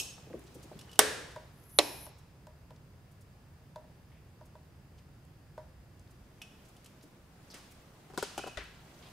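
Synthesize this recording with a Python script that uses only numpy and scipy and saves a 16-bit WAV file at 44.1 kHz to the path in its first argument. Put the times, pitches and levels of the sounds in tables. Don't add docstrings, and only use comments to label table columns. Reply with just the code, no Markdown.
import sys
import numpy as np
from scipy import signal
from scipy.fft import rfft, irfft
from scipy.io import wavfile
from scipy.ndimage import uniform_filter1d

SR = 44100
rng = np.random.default_rng(int(sys.argv[2]) if len(sys.argv) > 2 else 0)


def volts_from_decibels(level):
    exponent = np.asarray(level, float) / 20
    return 10 ** exponent


def unload_audio(sound):
    columns = np.transpose(np.atleast_2d(sound))
    steps = np.round(np.clip(columns, -1, 1) * 32767)
    wavfile.write(sys.argv[1], SR, steps.astype(np.int16))


N = 402191


def evened(x):
    return x / np.sqrt(np.mean(x ** 2) + 1e-20)


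def read(points, hz):
    f, value = np.transpose(points)
    return np.interp(np.log(hz + 1), np.log(f + 1), value)


def follow(rows, column=1):
    rows = np.array(rows)
    return np.interp(np.arange(N) / SR, rows[:, 0], rows[:, column])


def gated(rows):
    t = np.arange(N) / SR
    inside_s = np.minimum(t - rows[0][0], rows[-1][0] - t)
    return volts_from_decibels(follow(rows)) * np.clip(inside_s * 40 + .5, 0, 1)


def add(mix, s, sound):
    part = mix[:, round(s * SR):][:, :sound.shape[1]]
    part += sound[:, :part.shape[1]]


def hump(centre_hz, octaves):
    return lambda hz: np.maximum(-6 * (np.log2(hz / centre_hz) / octaves) ** 2, -70)


def peaks_db(peaks, hz):
    power = sum(volts_from_decibels(2 * db) / (1 + (2 * (hz - f) / w) ** 2) ** 2 for f, w, db in peaks)
    return 10 * np.log10(power)


def sides(pan_db, room_db):
    return volts_from_decibels(np.array([[pan_db / 2], [-pan_db / 2], [room_db]]))


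def placed(sound, gain_db, pan_db, room_db):
    hz = np.fft.rfftfreq(len(sound), 1 / SR) + 1
    click = np.roll(irfft(volts_from_decibels(gain_db(hz))), 200)
    click *= np.linalg.norm(sound) / np.linalg.norm(click)
    return sides(pan_db, room_db) * np.array([sound, sound, click])


def crack(gain_db, t60, slope=0.1, rise=0.00015):
    t, hz = np.arange(8192) / SR, np.fft.rfftfreq(8192, 1 / SR) + 1
    z = rfft(rng.standard_normal(8192)) * volts_from_decibels(gain_db(hz))
    out = 0
    for centre in 62.5 * 2. ** np.arange(9):
        band = irfft(z * np.clip(1 - abs(np.log2(hz / centre)), 0, 1))
        out = out + band * volts_from_decibels(-60 * t / t60 * (centre / 1000) ** slope)
    out *= 1 - np.exp(-t / rise)
    return out / np.sqrt(np.mean(out[:200] ** 2))


def ring(modes, spread=0.012):
    t = np.arange(8192) / SR
    detune = 1 + spread * rng.standard_normal(len(modes))
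    out = 0
    for k, (hz, db, t60) in zip(detune, modes):
        out = out + volts_from_decibels(db - 60 * t / t60) * np.sin(2 * np.pi * hz * k * t)
    return out * np.cos(np.linspace(0, np.pi / 2, len(t)))


def struck(rows, modes, rise, pan_db, room_db, spread):
    mix, t = np.zeros((3, N)), np.arange(4096) / SR
    hz, t60 = np.transpose(modes)[:, :, None]
    fade = volts_from_decibels(-60 * t / t60) * (1 - np.exp(-t / rise))
    detune = 1 + spread * rng.uniform(-1, 1, (len(rows), len(modes), 1))
    for (s, *levels_db), k in zip(rows, detune):
        rings = fade * np.sin(2 * np.pi * hz * k * t)
        add(mix, s, sides(pan_db, room_db) * (volts_from_decibels(np.array(levels_db)) @ rings))
    return mix


# pitch in Hz, likeness from 0 to 1
LIKENESS = [(60, 0.93), (150, 1), (380, 0.87), (950, 0.51), (2380, 0.22), (5980, 0.06), (15000, 0.067)]
# pitch in Hz, left minus right in dB
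LEFT_LEAN = [(60, -0.5), (240, -1.5), (950, 0), (3770, 0.0), (15000, 0.5)]


def field(gain_db, same=LIKENESS, size=1024, patchy_db=4.0, count=N):
    hz, t = np.fft.rfftfreq(size, 1 / SR), np.arange(4 * count // size + 5) * size / 4 / SR
    a, b, c, d, patch = rng.standard_normal((len(t), len(hz), 5)).T
    patch = uniform_filter1d(patch, size=8, axis=0)
    patch = evened(uniform_filter1d(patch, size=10, axis=1))
    like = np.clip(read(same, hz), -1, 1)[:, None]
    left, other = a + 1j * b, c + 1j * d
    z = np.array([left, like * left + np.sqrt(1 - like ** 2) * other])
    lean = read(LEFT_LEAN, hz)[:, None] / 2
    z *= volts_from_decibels(gain_db(hz[:, None], t) + patchy_db * patch + np.array([lean, -lean]))
    noise = signal.istft(z, nperseg=size, noverlap=3 * size // 4)[1][:, :count]
    return np.pad(evened(noise), ((0, 0), (0, N - count)))


# pitch in Hz, time to fade by 60 dB in seconds
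ROOM_FADE = [(150, .45), (400, 0.75), (1000, 0.83), (2500, .8), (5000, .75), (8000, 0.65), (14000, 0.47)]
# pitch in Hz, level in dB
ROOM_COLOUR = [(150, 1), (450, -2), (1200, -2.5), (3000, -1), (6000, 1.5), (10000, 1.5), (15000, -9.5)]


def room(x):
    taps = np.zeros((2, SR))
    at = np.arange(120, SR - 20, 20) + rng.integers(0, 20, (2, (SR - 121) // 20))
    np.put_along_axis(taps, at, rng.choice([-1., 1.], at.shape), 1)
    taps[1] = 0.55 * taps[0] + 0.83 * taps[1]
    hz, t, z = signal.stft(taps, SR, nperseg=256)
    near_db = 8 * np.exp(-t / .015)
    fade_db = -60 * t / read(ROOM_FADE, hz)[:, None]
    z = z * volts_from_decibels(read(ROOM_COLOUR, hz)[:, None] + fade_db + near_db)
    tail = signal.istft(z, SR, nperseg=256)[1]
    return signal.fftconvolve(x[None], tail / np.linalg.norm(tail[0]), axes=1)[:, :N]


# pitch in Hz, level in dB
HUM_NEAR = [(8.8, -47), (15, -18), (32, -13.5), (62, 0), (81, 2), (98, -0.5), (129, 0), (150, -2),
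            (171, -8.5), (205, -18.5), (223, -15.5), (260, -14.5), (340, -47), (570, -120)]
# pitch in Hz, level in dB
HUM_AWAY = [(8.8, -32), (15, -3.5), (65, 0.5), (79, -2.5), (97, -10), (124, -11.5), (173, -20), (215, -4),
            (260, -8), (340, -38), (570, -120)]
# time in seconds, closeness to the compressor from 0 to 1
CLOSENESS = [(0, .9), (6.1, .95), (6.55, 0.15), (7.5, .3), (9.12, .4)]


def hum():
    def gain_db(hz, t):
        near = np.clip(np.interp(t, *np.transpose(CLOSENESS)), 0, 1)
        return near * read(HUM_NEAR, hz) + (1 - near) * (read(HUM_AWAY, hz) - 3)
    level_db = -58 - 3 * (1 - follow(CLOSENESS))
    return field(gain_db, size=4096, patchy_db=-0.3) * volts_from_decibels(level_db)


# pitch in Hz, level in dB
WHINE_TONES = [(1696, -89.5), (2686, -91), (4495, -91.5), (4797, -90), (5093, -92)]


def whine():
    t = np.arange(N) / SR
    tones = 0
    for hz, db in WHINE_TONES:
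        drift = .25 * np.cumsum(rng.standard_normal(N)) / np.sqrt(SR) * 2 * np.pi
        tones = tones + volts_from_decibels(db + 5.5) * np.sin(2 * np.pi * hz * t + drift)
    return tones * np.clip(follow(CLOSENESS), 0, 1)


# pitch in Hz, level in dB
WASH_COLOUR = [(88, -27.5), (150, 2), (201, -21), (226, -15.5), (354, -16.5), (524, -20.5), (578, -21),
               (923, -24), (1760, -28), (4160, -36.5), (4950, -36), (6910, -39), (16000, -41.5)]
# time in seconds, rustle level in dB
MOTION = [(0, -66), (0.478, -64), (0.98, -63), (1.2, -65), (2.2, -85), (5.9, -85), (6.64, -67.5),
          (7.27, -75.5), (7.54, -61.5), (7.93, -67.5), (8.14, -65), (8.35, -58), (8.67, -66), (9.12, -58.5)]


def wash():
    still_db = -82
    level_db = -60.5 + 0.1292 * (follow(MOTION) - still_db)
    return field(lambda hz, t: read(WASH_COLOUR, hz) + 0 * t, patchy_db=.5) * volts_from_decibels(level_db)


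# pitch in Hz, level in dB
RUSTLE_COLOUR = [(350, -26), (600, 3.5), (834, -6), (1070, -4), (1280, -8), (1590, -8.5), (3940, -11),
                 (9360, -18), (16000, -25.5)]


def rustle():
    noise = field(lambda hz, t: read(RUSTLE_COLOUR, hz) + 0 * t, size=256, patchy_db=2.0)
    return noise * volts_from_decibels(follow(MOTION))


# pitch in Hz, level in dB
CLINK_COLOUR = [(150, -32.5), (250, -4), (444, -13), (557, -11), (1180, -15), (2150, -22), (2570, -6),
                (5350, -6.5), (12800, -10.5), (16000, -40)]


def earlier_tail():
    bands = [(2615, 150, 0.5), (3050, 250, -6.5), (5450, 220, 2.0), (6500, 400, -1),
             (8124, 240, -0.5), (6000, 55000, -9.5)]

    def gain_db(hz, t):
        colour_db = read(CLINK_COLOUR, hz) + peaks_db(bands, hz)
        return colour_db + 7 * np.exp(-t / .012) - 60 * t / (0.76 * read(ROOM_FADE, hz))
    tail = field(gain_db, [(100, .7), (9000, 0.457)], size=512, patchy_db=1.84, count=N // 9)
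    return 0.75 * volts_from_decibels(-47.5) * tail


# start in seconds, peak in dB, pitch in Hz
BUMPS = [(0.178, -53, 900), (0.269, -49, 384), (0.301, -50.5, 365), (0.338, -37.5, 360),
         (0.552, -47.5, 323), (0.641, -50, 362), (0.714, -41.5, 480), (0.752, -47, 200),
         (7.037, -51.5, 315.4), (7.538, -49.5, 296), (8.575, -44, 450)]


def bumps():
    mix = np.zeros((3, N))
    for s, db, centre_hz in BUMPS:
        bump = volts_from_decibels(db - 5.0) * crack(hump(centre_hz, .75), .06, slope=0.65, rise=0.0017)
        add(mix, s, placed(bump, hump(centre_hz, 0.28), .7, -7.0))
    return mix


def scuff(gain_db, length):
    n = int(length * SR) + 40
    grain_db = 2.5 * np.minimum(rng.exponential(1, 8192), 4)
    grains = rng.standard_normal(8192) * volts_from_decibels(grain_db)
    noise = rfft(grains) * volts_from_decibels(gain_db(np.fft.rfftfreq(8192, 1 / SR) + 1))
    return evened(irfft(noise)) * np.pad(signal.windows.hann(n), (0, 8192 - n))


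# middle in seconds, level in dB, centre pitch in Hz
TICKS = [(0.332, -56, 1600), (.394, -60, 9350), (0.44, -66, 8100), (0.732, -60, 1500), (1.639, -63, 8200),
         (2.763, -64.5, 4506), (5.251, -70.5, 8980), (5.996, -62.5, 6300), (6.077, -69, 3800),
         (7.013, -61.5, 3600), (8.64, -64, 9370)]
# middle in seconds, level in dB, centre pitch in Hz
SCUFFS = [(0.474, -63, 4000), (0.551, -60, 7260), (0.637, -59, 6000), (1.317, -62.5, 4500),
          (1.704, -66.5, 7890), (2.189, -67, 7020), (3.121, -71.5, 8940), (3.217, -67.5, 7990),
          (0.885, -60, 900), (4.461, -69, 8000), (4.99, -68, 3272), (6.114, -69, 7540),
          (6.657, -66.5, 6000), (6.692, -68, 6460), (7.035, -64, 6000), (7.515, -62, 5020),
          (7.72, -62.5, 9000)]
# middle in seconds, level in dB, centre pitch in Hz,
# width in octaves, length in seconds
GRIPS = [(7.543, -46.5, 1900, 2, 0.0077), (7.503, -57, 5000, .3, .007), (7.513, -60, 5000, .2, .014),
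         (7.525, -62, 3700, .3, .014), (7.57, -60, 1400, 1.1, .08), (7.585, -64.5, 4980, 2.2, 0.044),
         (4.17, -73, 2200, .5, .12), (9.069, -63, 2940, 0.67, .1)]


def rubs():
    mix = np.zeros((3, N))
    # width in octaves, length in seconds, room in dB
    rows = [r + (.6, .009, -10) for r in TICKS]
    rows += [r + (1.05, .032, -5.5) for r in SCUFFS]
    rows += [r + (1.5,) for r in GRIPS]
    for s, db, centre_hz, width, length, room_db in rows:
        colour = hump(centre_hz, width)
        rub = volts_from_decibels(db) * scuff(colour, length)
        add(mix, s - length / 2, placed(rub, colour, 0.46, room_db))
    return mix


# start in seconds, peak in dB, base pitch in Hz, ring in dB
CLINKS = [(0.79, -52, 2930, -5.5), (.811, -55, 3020, -6), (.893, -67, 2900, -3), (0.914, -57, 2990, -13),
          (0.93, -54, 2900, -5), (0.955, -55.5, 2923, -15), (6.4172, -50.5, 2780, 5),
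          (6.765, -62.5, 2850, -5.5), (6.844, -58, 2900, -12.5), (6.860, -55.5, 2894, -2),
          (8.379, -45.5, 2633, 3), (8.474, -54.5, 2660, 5)]
# multiple of the base pitch, level in dB, 60 dB fade in seconds
BUCKLE = [(.94, -4, .05), (1, -4, .05), (1.06, -5, 0.04), (1.13, -5.5, .035), (1.2, 0, 0.02),
          (1.88, -5, .012), (2.1, -7.5, .01)]


def clinks():
    mix, room_db = np.zeros((3, N)), -8
    for s, db, base_hz, ring_db in CLINKS:
        tones = [(k * base_hz, level_db, fade) for k, level_db, fade in BUCKLE]
        modes = volts_from_decibels(db + ring_db) * ring(tones)
        colour = lambda hz: read(CLINK_COLOUR, hz)
        tick = volts_from_decibels(db) * crack(colour, .047, slope=.2, rise=0.0012)
        out = placed(tick, colour, .8, room_db)
        add(mix, s, out + modes * volts_from_decibels(np.array([[0], [-.8], [room_db + 4.5]])))
    return mix


# pitch in Hz, 60 dB fade in seconds
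FRAME = [(2570, .06), (2950, .045), (5500, .022), (6020, .015)]
# start in seconds, then the level of each tone in dB
TOUCHES = [(.799, -70, -60, -66, -70), (.81, -70, -62, -51, -64), (.813, -70, -58, -53, -66),
           (.893, -72, -51, -70, -72), (.898, -72, -54, -70, -72), (.913, -72, -62, -59, -68),
           (.927, -72, -53, -62, -66), (.932, -70, -52, -60, -68), (.957, -72, -56, -64, -64),
           (.963, -72, -55, -70, -70), (.975, -72, -61, -72, -72), (6.4168, -55, -53, -55, -58),
           (6.4188, -53, -49, -49, -47), (6.4235, -53, -51, -52, -54), (6.436, -57, -64, -66, -68),
           (6.443, -58, -66, -62, -70), (6.459, -62, -61, -70, -70), (6.47, -62, -68, -70, -70),
           (6.51, -64, -67, -72, -72), (6.548, -63, -68, -72, -72), (8.38, -46, -48, -60, -62),
           (8.388, -47, -46, -62, -62), (8.401, -51, -48, -54, -66), (8.412, -52, -56, -60, -66),
           (8.426, -48, -52, -66, -66), (8.44, -52, -47, -66, -66), (8.457, -51, -54, -66, -66),
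           (8.48, -50, -48, -64, -66), (8.495, -52, -58, -66, -68), (8.51, -53, -56, -66, -68),
           (8.527, -55, -54, -66, -68), (8.545, -56, -56, -64, -70), (8.655, -55, -68, -72, -72)]


def buckle_frame():
    return volts_from_decibels(2.5) * struck(TOUCHES, FRAME, .0012, .8, -11, .02)


# start in seconds, peak in dB, room in dB
SNAPS = [
    (0.9914, -12, -19.5),
    (1.7877, -13.5, -26.5),
]
# pitch in Hz, level in dB per Hz
SNAP_COLOURS = [
    [(88, -35), (150, -21), (475, -6), (800, 3), (1450, -2), (2500, -7), (3620, -0.5), (4860, -10),
     (5680, -2.5), (6640, -10.5), (7920, 0.5), (9440, -11.5), (10400, -2), (11900, -10.5), (14500, -5),
     (16000, -20)],
    [(88, -38), (150, -12.5), (774, 1), (1210, -9), (1560, -16), (2750, -1), (3290, -6), (4080, 3),
     (4860, -8), (7770, -9.5), (8730, -12), (10000, -4), (11000, -14), (15100, -20.5), (16000, -31)],
]
# pitch in Hz, level in dB per Hz
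SNAP_ECHOES = [
    [(88, -65), (150, -34.5), (321, -14.5), (376, -24), (450, -10), (700, -21), (1720, -20.5),
     (7920, -30.5), (14000, -33), (16000, -60.5)],
    [(88, -70.5), (150, -36), (298, -4.5), (524, -10.5), (954, -8.5), (1280, -19.5), (2210, -16.5),
     (3220, -19.5), (4020, -19.5), (9000, -28.5), (11700, -54.5), (19800, -120)],
]
# pitch in Hz, width in Hz, dB over the echo
SNAP_BANDS = [
    [(1700, 500, 4.5), (3689, 380, 0), (8200, 300, 5)],
    [(2480, 300, 4), (4000, 397, 4), (5400, 340, 8)],
]
# pitch in Hz, level in dB, 60 dB fade in seconds
SNAP_BODIES = [
    [(428, -15.5, .45), (450, -24, 0.15), (509.5, -18, 0.18), (582, -19, 0.22), (1480, -2, 0.018),
     (1150, -20, 0.2), (8070, 0, .014), (13200, -14, 0.008)],
    [(305, -20, 0.2), (430, -26, 0.3), (3004, -14, 0.055), (2650, -9, 0.055), (4150, -8, 0.045),
     (5560, -14, 0.041), (1950, -18, .08)],
]
# pitch in Hz, left-right difference against the snap in dB
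SNAP_SIDES = [
    [(60, 4.5), (180, -2), (550, -20), (1650, -12), (4970, -5.5), (15000, -5)],
    [(60, -3), (180, -19), (550, -15.5), (1650, -7), (4970, -8.5), (15000, -2.5)],
]
SNAP_LEANS = [-0.91, -3]


def snaps():
    mix = np.zeros((3, N))
    no_bass = signal.butter(3, 215, "high", fs=SR)
    tables = zip(SNAPS, SNAP_COLOURS, SNAP_ECHOES, SNAP_BANDS, SNAP_BODIES, SNAP_SIDES, SNAP_LEANS)
    for (s, db, room_db), colour, echo, bands, body, side, lean in tables:
        modes = volts_from_decibels(db) * ring(body, 0)
        sound = volts_from_decibels(db) * crack(lambda hz: read(colour, hz), 0.046, slope=0.33, rise=.0001) + modes
        side_colour = lambda hz: read(colour, hz) + read(side, hz)
        apart = volts_from_decibels(db - 7.0) * crack(side_colour, .03, slope=.2, rise=0.00047)
        flat = (1000, 1e6, 0)
        echo_colour = lambda hz: read(echo, hz) + peaks_db(bands + [flat], hz)
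        out = placed(sound, echo_colour, lean, room_db - db)
        out = out + np.array([[1], [-1], [0]]) * apart
        add(mix, s, signal.lfilter(*no_bass, out))
    return mix


# pitch in Hz, 60 dB fade in seconds
GROOVE = [(585, .05), (1000, .04), (1145, .065), (2190, .04)]
# start in seconds, then the level of each tone in dB
REBOUNDS = [
    (.9918, -26, -44, -25, -28),
    (.9932, -23, -40, -25, -30),
    (1.788, -19, -27, -30, -33),
    (1.79, -30, -29, -28, -31),
]
# pitch in Hz, 60 dB fade in seconds
SPRING = [(5610, .018), (7520, .012), (8870, .008), (10400, .009)]
# start in seconds, then the level of each tone in dB
CHATTER = [
    (.9914, -24, -22, -8, -9),
    (.9922, -22, -18, -16, -9),
    (.9932, -12, -11, -22, -22),
    (.9975, -34, -22, -30, -28),
    (1.0015, -34, -30, -24, -22),
]


def lock_contacts():
    ring_hits = struck(REBOUNDS, GROOVE, .0002, -1.5, -22, .004)
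    return ring_hits + struck(CHATTER, SPRING, .00015, -.8, -24, .004)


# start in seconds, peak in dB, treble tick in dB
KNOCKS = [(1.361, -33, -23.5), (2.065, -43.5, -11.5), (2.469, -43.5, -16), (2.706, -48, -14.5),
          (3.759, -34.5, -22.5), (3.84, -55, -25), (4.41, -44, -28), (4.553, -44.5, -27),
          (5.578, -34.5, -28)]
# pitch in Hz, level in dB, 60 dB fade in seconds
KNOB = [(545, -7, 0.05), (620, -8.5, 0.27), (613, -6.5, 0.098), (965, -7, 0.13), (925, -2.5, 0.06),
        (1500, -10, 0.03), (3450, -15, 0.018)]
# pitch in Hz, level in dB
KNOB_TICK = [(180, -51), (300, -19.5), (502, 1.5), (970, -4), (1280, -14), (1850, -13.5), (2510, -37.5),
             (3460, -24), (14000, -42.5)]


def knocks():
    mix = np.zeros((3, N))
    colour = lambda hz: read(KNOB_TICK, hz)
    for s, db, tick_db in KNOCKS:
        knock = volts_from_decibels(-8.5) * crack(colour, 0.047, rise=0.0005) + ring(KNOB, 1 / 200)
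        knock *= 1 - np.exp(-np.arange(len(knock)) / SR / 0.0015)
        knock += volts_from_decibels(tick_db + 3.0) * crack(hump(2600, 1.7), 0.012, rise=.0005)
        add(mix, s, placed(volts_from_decibels(db - 3.5) * knock, colour, 0.47, -10.5))
    return mix


# time in seconds, level in dB
LEAK = [
    (1.52, -80),
    (1.67, -65),
    (1.774, -54.5),
    (1.80, -49),
    (2.058, -54),
    (2.14, -83),
]
# pitch in Hz, width in Hz, level in dB
VALVE = [(6000, 280, -16), (9920, 220, 2), (11470, 800, -4), (13100, 400, -14), (14150, 300.3, -13.5),
         (15000, 400, -15)]


def leak():
    air = field(lambda hz, t: peaks_db(VALVE, hz) + 0 * t, [(100, 0.84), (9000, 0.89)],
                size=512, patchy_db=-1.5, count=N // 4)
    return air * gated(LEAK)


# start in seconds, peak in dB, treble in dB, left minus right in dB
TABLE = [
    (8.1, -47, -23, 0.5),
    (8.136, -50, -12.5, 0),
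    (8.176, -32, -4.5, 4.5),
    (8.226, -30, -7.5, 4.5),
    (8.3775, -35, -6.5, 3.5),
    (8.437, -38.5, -22, 3),
    (8.463, -43.5, -25, 9),
    (8.471, -42, -11.5, -5),
]
# pitch in Hz, level in dB
TABLE_COLOUR = [(59, -39), (100, -6), (250, 2.5), (436, 2), (805, -2), (1060, -2.5), (1370, -1), (1640, -6),
                (1800, -14), (2330, -23), (2600, -9), (3380, -24), (5720, -120)]


def table_knocks():
    mix, t60 = np.zeros((3, N)), 0.047
    colour = lambda hz: read(TABLE_COLOUR, hz)
    for s, db, treble_db, pan_db in TABLE:
        room_db = 0.5 - 0.4 * min(db + 33, 0)
        thud = volts_from_decibels(db - 8.0) * crack(colour, t60, rise=0.0013)
        rattle = volts_from_decibels(db + treble_db - 2.0) * crack(hump(5400, 1.0), 0.72 * t60)
        add(mix, s, placed(thud, colour, pan_db, room_db - 7.0))
        add(mix, s, placed(rattle, hump(3400, 1.25), pan_db, room_db))
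    return mix


# pitch in Hz, 60 dB fade in seconds
SHELL = [(395, .033), (780, .042), (980, .04), (1420, .022)]
# start in seconds, then the level of each tone in dB
ROCKING = [(8.1, -44, -48, -56, -58), (8.137, -45, -45, -48, -47), (8.1762, -44, -42, -29, -26),
           (8.1798, -30, -38, -35, -38), (8.1855, -38, -33, -40, -44), (8.2262, -42, -40, -32, -26),
           (8.2285, -25, -38, -33, -36), (8.233, -38, -42, -42, -48), (8.378, -42, -31, -42, -40),
           (8.3815, -33, -37, -48, -50), (8.3905, -42, -40, -46, -33), (8.394, -35, -37, -46, -46),
           (8.437, -46, -44, -46, -34), (8.44, -38, -39, -48, -46), (8.4635, -40, -41, -48, -48),
           (8.4725, -48, -44, -42, -45), (8.4765, -37, -41, -50, -50), (8.4815, -50, -48, -45, -48)]
# pitch in Hz, 60 dB fade in seconds
PANEL = [(590, .03), (690, .025)]
# start in seconds, then the level of each tone in dB
PANEL_KNOCKS = [(8.102, -50, -52), (8.14, -50, -50), (8.181, -36, -38), (8.229, -33, -36),
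                (8.379, -38, -38), (8.393, -42, -40), (8.441, -41, -41), (8.465, -43, -43),
                (8.475, -42, -43), (8.482, -46, -46)]


def shell_contacts():
    shell = struck(ROCKING, SHELL, .0005, 4, -22, .03)
    return shell + struck(PANEL_KNOCKS, PANEL, .0007, 4, -22, .04)


# pitch in Hz, level in dB, 60 dB fade in seconds
BOOM = [(56, -45, 0.76), (75.8, -44.5, 0.27)]
# start in seconds, level in dB, centre pitch in Hz, width in octaves,
# 60 dB fade in seconds
SLAPS = [
    (8.572, -43.5, 2200, 1.2, 0.024),
    (8.575, -54.5, 1700, 0.7, 0.34),
    (8.575, -53, 3550, .3, .02),
    (8.607, -49.5, 1600, 0.75, 0.056),
]


def strap_slaps():
    mix = np.zeros((3, N))
    add(mix, 8.573, placed(ring(BOOM), hump(60.1, .5), 0, -18.0))
    for s, db, centre_hz, width, t60 in SLAPS:
        colour = hump(centre_hz, width)
        slap = volts_from_decibels(db) * crack(colour, t60, slope=0.14, rise=0.0011)
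        add(mix, s, placed(slap, colour, 11.4, 0.4))
    return mix


# pitch in Hz, 60 dB fade in seconds
CLASP = [(565, .06), (1450, .04), (1950, .03), (3500, .025)]
# start in seconds, then the level of each tone in dB
SKIPS = [
    (8.5722, -46, -39, -38, -44),
    (8.5768, -42, -46, -44, -43),
    (8.5803, -48, -45, -43, -52),
    (8.607, -58, -51, -50, -60),
    (8.622, -62, -56, -52, -66),
    (8.648, -64, -54, -56, -68),
    (8.684, -66, -60, -55, -70),
]


def clasp():
    return struck(SKIPS, CLASP, .0002, 8, -18, .07)


def scene():
    steady = hum() + whine() + wash() + rustle() + earlier_tail() + leak()
    hits = bumps() + rubs() + clinks() + buckle_frame() + snaps() + lock_contacts() + knocks()
    hits = hits + table_knocks() + shell_contacts() + strap_slaps() + clasp()
    return steady + hits[:2] + room(hits[2])


def roll_off(x):
    return signal.sosfilt(signal.butter(12, 16570, fs=SR, output="sos"), x)


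def record(dry):
    band_limit = signal.firwin(511, 15700, window=("kaiser", 9), fs=SR)[None]
    limited = signal.oaconvolve(np.clip(dry, -1, 1), band_limit, "same")
    return roll_off(limited)


dry = scene()
out = record(dry)
unload_audio(out)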